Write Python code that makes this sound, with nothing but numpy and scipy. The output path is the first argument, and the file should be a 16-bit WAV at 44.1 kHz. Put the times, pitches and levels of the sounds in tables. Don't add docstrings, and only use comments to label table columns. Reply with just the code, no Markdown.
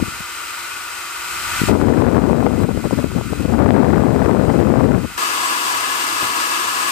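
import sys
import numpy as np
from scipy import signal
from scipy.fft import rfft, irfft, next_fast_len
from scipy.io import wavfile
from scipy.ndimage import uniform_filter1d, minimum_filter1d, map_coordinates

SR = 44100
rng = np.random.default_rng(int(sys.argv[2]) if len(sys.argv) > 2 else 0)


def materialize(psi):
    bounded = np.clip(np.atleast_2d(psi).T, -1, 1)
    quanta = np.round(bounded * 32767).astype(np.int16)
    wavfile.write(sys.argv[1], SR, quanta)


N = 304731
TIME = np.arange(N) / SR
TURN_S = 5.177

# (time [s], level [dB])
LOUDNESS_UPRIGHT = [(0, -38), (.35, -36.5), (1.1, -36.5), (1.6, -30), (2.2, -32), (4.9, -32), (5.17, -29.5)]
LOUDNESS_LYING = [(5.18, -20), (6.9, -23.5)]
# (time [s], speed [turns/s])
FAN_SPEED = [(0, 341.7), (1.4, 342.2), (3.3, 340.1), (5.17, 340.7), (5.18, 343.15)]
# (frequency [Hz], left level [dB per Hz], right level [dB per Hz])
AIR_UPRIGHT = [(40, -60, -67), (170, -51, -49), (284, -38, -40.5), (620, -40, -41.5), (834, -34, -37.5),
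               (1235, -23.5, -25), (1960, -31, -31), (3360, -35, -37), (6330, -36, -40.5),
               (8400, -30, -39.5), (10260, -47, -40), (12300, -42, -38), (15300, -46.5, -45.5)]
AIR_LYING = [(40, -53.5, -59), (163, -45, -51.5), (274, -30, -32), (610, -34, -36.5), (1207, -16.5, -19.5),
             (1900, -27, -31), (3600, -31, -34), (6060, -32.5, -38.5), (8600, -29.5, -38.5),
             (10300, -43.5, -39.5), (12500, -38.5, -37.5), (15300, -46, -45)]
# (centre [Hz], width [Hz], left gain [dB], right gain [dB])
BARREL_UPRIGHT = [(100, 25, 8, 8), (948, 39, 7.5, 5), (1044, 51, -7, -8), (1210, 50, 5.5, 0),
                  (1333, 130, 1, 7), (1470, 35, 12, 2), (1660, 110, -3.5, -7.5), (2500, 240, 9, 6),
                  (2760, 110, 2, 2), (3085, 155, 5.5, 4), (4030, 180, 6, 3), (4870, 450, 2, 4.5),
                  (7300, 360, 1.5, -2)]
BARREL_LYING = [(98, 15, 13, 20), (907, 42, -12, -7), (975, 74, 7, 5.5), (1041, 27, 9, -12),
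                (1115, 120, 0.5, 4), (1328, 32, -7.5, -10), (1360, 51, 0, -2), (1697, 45, 6.5, -8),
                (2614, 106, 8.5, 3), (2804, 43, 10.5, 1), (2946, 94, 5, 5), (3370, 32, 7, -5),
                (4720, 210, 6, 3.5), (5330, 200, 2.5, 3), (8020, 45, 8, 5), (8560, 45, 5, 6)]
# (multiple of fan speed [1], left level [dB], right level [dB])
TONES_UPRIGHT = [(1, -12.5, -34), (6, -7.5, -9)]
TONES_LYING = [(1, -15.5, -17), (6, -10, -22)]
# (frequency [Hz], coherence [1])
COHERENCE_UPRIGHT = [(100, .3), (300, .6), (800, 0.78), (1200, 0.58), (2300, 0.75), (3600, 0.34),
                     (8000, .33), (11000, 0.073)]
COHERENCE_LYING = [(100, 0.89), (400, 0.65), (1200, 0.51), (1900, 0.79), (2500, 0.083), (7000, 0.093),
                   (14000, .15)]

# (time [s], level [dB])
JET_PUSH = [(0, -21.5), (.25, -61), (1.1, -65), (1.55, -38.5), (1.67, -23.5), (1.695, 1), (1.95, 6),
            (2.35, 3.5), (2.6, -2.5), (3.1, -11.5), (3.37, -11.5), (3.62, 7), (4.5, 4), (4.96, 4),
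            (5.06, -13), (5.13, -33)]
# (time [s], level [dB], half length [s])
EDGE_GUSTS = [(.081, -22, .006), (.206, -30, .006), (2.468, 7, 0.0037), (2.572, 2.5, 0.0054),
              (2.646, 5, 0.0067), (2.69, 5.5, .003), (2.777, 2, 0.0055), (2.859, 1, 0.011),
              (2.93, 2.5, 0.0063), (2.995, 0.5, 0.0082), (3.043, 1, 0.0032), (3.178, -3.5, 0.023),
              (3.327, -3, 0.0067), (3.454, 4, 0.0055), (5.044, -2.5, 0.013)]
# (frequency [Hz], level [dB per Hz])
ROAR_SPECTRUM = [(20, -56), (42, -37.5), (65, -9.5), (90, -3.5), (130, -2.5), (170, -3), (240, 0.5),
                 (320, -5), (500, -8.5), (750, -18), (1200, -26.5), (2500, -77)]
SPLUTTER_SPECTRUM = [(150, -30), (400, -0.5), (700, -1), (1000, -5), (1500, -8.5), (2000, -15.5),
                     (3000, -29), (5000, -35.5), (10000, -70)]
DRAUGHT_SPECTRUM = [(25, -33), (55, 1), (85, -0.5), (130, -7.5), (300, -27), (900, -94)]
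# (time [s], peak level [dB])
BIG_THUMPS = [(.013, -17), (.024, -8), (0.0278, -2), (1.6179, -1), (1.6376, -1)]

# (time [s], level [dB])
TABLE_BUMPS = [(6.22, -19.5), (6.285, -38)]
# (frequency [Hz], level [dB per Hz])
THUD_SPECTRUM = [(25, -25), (70, -1), (130, -2), (350, -1), (700, -8), (1500, -40)]


def dryer():
    upright_air = air(AIR_UPRIGHT, BARREL_UPRIGHT, COHERENCE_UPRIGHT, lag_ms=0.043, flutter_db=0.25)
    upright = walls(upright_air) + fan(TONES_UPRIGHT, flicker_db=2)
    lying_air = air(AIR_LYING, BARREL_LYING, COHERENCE_LYING, lag_ms=0.316, flutter_db=0.39)
    lying = walls(lying_air) + fan(TONES_LYING, flicker_db=5)
    upright = amp(curve(LOUDNESS_UPRIGHT)) * upright
    lying = amp(curve(LOUDNESS_LYING)) * lying
    return np.where(TIME < TURN_S, upright, lying)


def air(spectrum, barrel, coherence, lag_ms, flutter_db):
    def port_response(hz):
        gain_db = np.array([along(spectrum, hz, axis=1), along(spectrum, hz, axis=2)])
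        for centre, width, left_db, right_db in barrel:
            resonance = 1 / (1 + (2 * (hz - centre) / width) ** 2)
            gain_db = gain_db + np.outer([left_db, right_db], resonance)
        cycles_late = np.outer([0, lag_ms / 1000], hz)
        return amp(gain_db) * np.exp(-2j * np.pi * cycles_late) * np.sqrt(SR / 2)

    def mid_side_response(hz):
        angle = np.arccos(np.clip(along(coherence, hz), 0, 1)) / 2
        return np.array([np.cos(angle), np.sin(angle)])

    mid, side = filtered(rng.standard_normal((2, N)), mid_side_response)
    flow = amp(flutter_db * (wobble(12) + wobble(90)))
    return flow * filtered(np.array([mid + side, mid - side]), port_response)


def fan(tones, flicker_db):
    speed = curve(FAN_SPEED) * (1 + .0015 * wobble(40))
    angle = 2 * np.pi * np.cumsum(speed) / SR
    out = np.zeros((2, N))
    for multiple, left_db, right_db in tones:
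        flicker = amp(flicker_db * wobble(32))
        tone = unit(np.sin(multiple * angle) * flicker)
        out += np.outer(amp([left_db, right_db]), tone)
    return out


def walls(x, wet_db=-11, t60=0.11):
    age = TIME[:SR // 8]
    decay = amp(-60 * age / t60)
    tail = rng.standard_normal((2, len(age))) * decay * (age > .002)
    tail /= np.linalg.norm(tail, axis=1, keepdims=True)
    return x + amp(wet_db) * signal.oaconvolve(x, tail, axes=1)[:, :N]


def push():
    edge_db, edge_breadth_db = -6, 8
    flap_db, flap_knots_per_s = 3, 55
    jet_db = curve(JET_PUSH)
    on_edge = np.exp(-((jet_db - edge_db) / edge_breadth_db) ** 2)
    flow = amp(jet_db + flap_db * on_edge * wobble(flap_knots_per_s))
    gusts = sum(amp(db) ** 2 * swell(s, half_s) for s, db, half_s in EDGE_GUSTS)
    return 10 * np.log10(flow ** 2 + gusts)


def buffet(push_db, splutter_db=-14, roar_swing_db=1.92, splutter_swing_db=5.5, draught_db=-10):
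    swirl = unit(wobble(420) + 0.4 * wobble(90))
    roar = opened(coloured_noise(ROAR_SPECTRUM, roar_swing_db * swirl), push_db)
    splutter = coloured_noise(SPLUTTER_SPECTRUM, splutter_swing_db * np.minimum(swirl, 2))
    splutter = splutter * amp(splutter_db + push_db / 2)
    draught = amp(draught_db + 0.64 * push_db) * coloured_noise(DRAUGHT_SPECTRUM, 0)
    left = amp(push_db) * (roar + splutter) + draught
    return np.array([left, spill()]) * (TIME < TURN_S)


def opened(roar, push_db):
    dull_hz, open_db, open_breadth_db = 410, -6, 2.5
    dull = filtered(roar, lambda hz: 1 / (1 + (hz / dull_hz) ** 6))
    share = 1 / (1 + np.exp((open_db - push_db) / open_breadth_db))
    return dull + share * (roar - dull)


def spill():
    level_db, unevenness_db = -34, 1
    strength = amp(level_db + unevenness_db * wobble(12)) * swell(4.6, half_length=0.32)
    return strength * coloured_noise(DRAUGHT_SPECTRUM, 0)


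def pops(push_db):
    pops_per_s, pop_db, scatter_db = 9, 8.5, 2
    pop_half_s, thump_half_s = 0.0003, 0.00084
    chance = rng.standard_normal((int(pops_per_s * TURN_S), 2))
    times = (np.arange(len(chance)) + chance[:, 0]) / pops_per_s % TURN_S
    sizes_db = np.interp(times, TIME, push_db) + pop_db + scatter_db * chance[:, 1]
    small = [(s, db, pop_half_s) for s, db in zip(times, sizes_db)]
    big = [(s, db, thump_half_s) for s, db in BIG_THUMPS]
    out = np.zeros((2, N))
    for s, db, half_s in big + small:
        near = slice(*np.searchsorted(TIME, [s - 10 * half_s, s + 10 * half_s]))
        u = (TIME[near] - s) / half_s
        out[0, near] -= amp(db) * u * np.exp(.5 * (1 - u ** 2))
    return out


def bumps(t60=0.25, attack=0.0024):
    blows = np.zeros(N)
    for s, db in TABLE_BUMPS:
        age = np.maximum(TIME - s, 0)
        decay = np.exp(-np.log(1000) * age / t60)
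        blows += amp(db) * decay * (1 - np.exp(-age / attack))
    return blows * coloured_noise(THUD_SPECTRUM, 0)


def coloured_noise(spectrum, swing_db):
    noise = amp(swing_db) * rng.standard_normal(N)
    return unit(filtered(noise, lambda hz: amp(along(spectrum, hz))))


def filtered(x, response):
    size = next_fast_len(N + SR // 4)
    hz = np.fft.rfftfreq(size, 1 / SR)
    return irfft(rfft(x, size) * response(hz), size)[..., :N]


def along(points, hz, axis=1):
    columns = np.transpose(points)
    return np.interp(np.log(hz + 1), np.log(columns[0] + 1), columns[axis])


def curve(rows):
    return np.interp(TIME, *np.transpose(rows))


def wobble(rate):
    return map_coordinates(rng.standard_normal(int(N * rate / SR) + 4), [TIME * rate])


def swell(s, half_length):
    return np.exp(-np.minimum(((TIME - s) / half_length) ** 2, 60))


def amp(db):
    return 10 ** (np.asarray(db) / 20)


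def unit(x):
    return x / np.sqrt(np.mean(x ** 2) + 1e-20)


def scene():
    push_db = push()
    return dryer() + buffet(push_db) + pops(push_db) + bumps()


def turn_down(x, ceiling_db, range_db, recovery_db_per_s):
    peak_db = 20 * np.log10(np.abs(x).max(axis=0) + 1e-9)
    needed_db = minimum_filter1d(np.clip(ceiling_db - peak_db, -range_db, 0), size=129)
    creep_db = recovery_db_per_s * TIME
    gain_db = np.minimum.accumulate(needed_db - creep_db) + creep_db
    return x * amp(uniform_filter1d(gain_db, size=129))


def record(dry, overload_db=15, low_cut_hz=40, top_hz=15550):
    rounded = dry / (1 + np.square(np.square(dry / amp(overload_db)))) ** (1 / 4)
    levelled = turn_down(rounded, ceiling_db=-0.5, range_db=11.5, recovery_db_per_s=2.0)
    limited = turn_down(levelled, ceiling_db=-1.5, range_db=30, recovery_db_per_s=19.5)

    def band(hz):
        low_cut = hz ** 2 / np.hypot(hz ** 2, low_cut_hz ** 2)
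        return low_cut * (hz < top_hz)

    return filtered(limited, band)


dry = scene()
out = record(dry)
materialize(out)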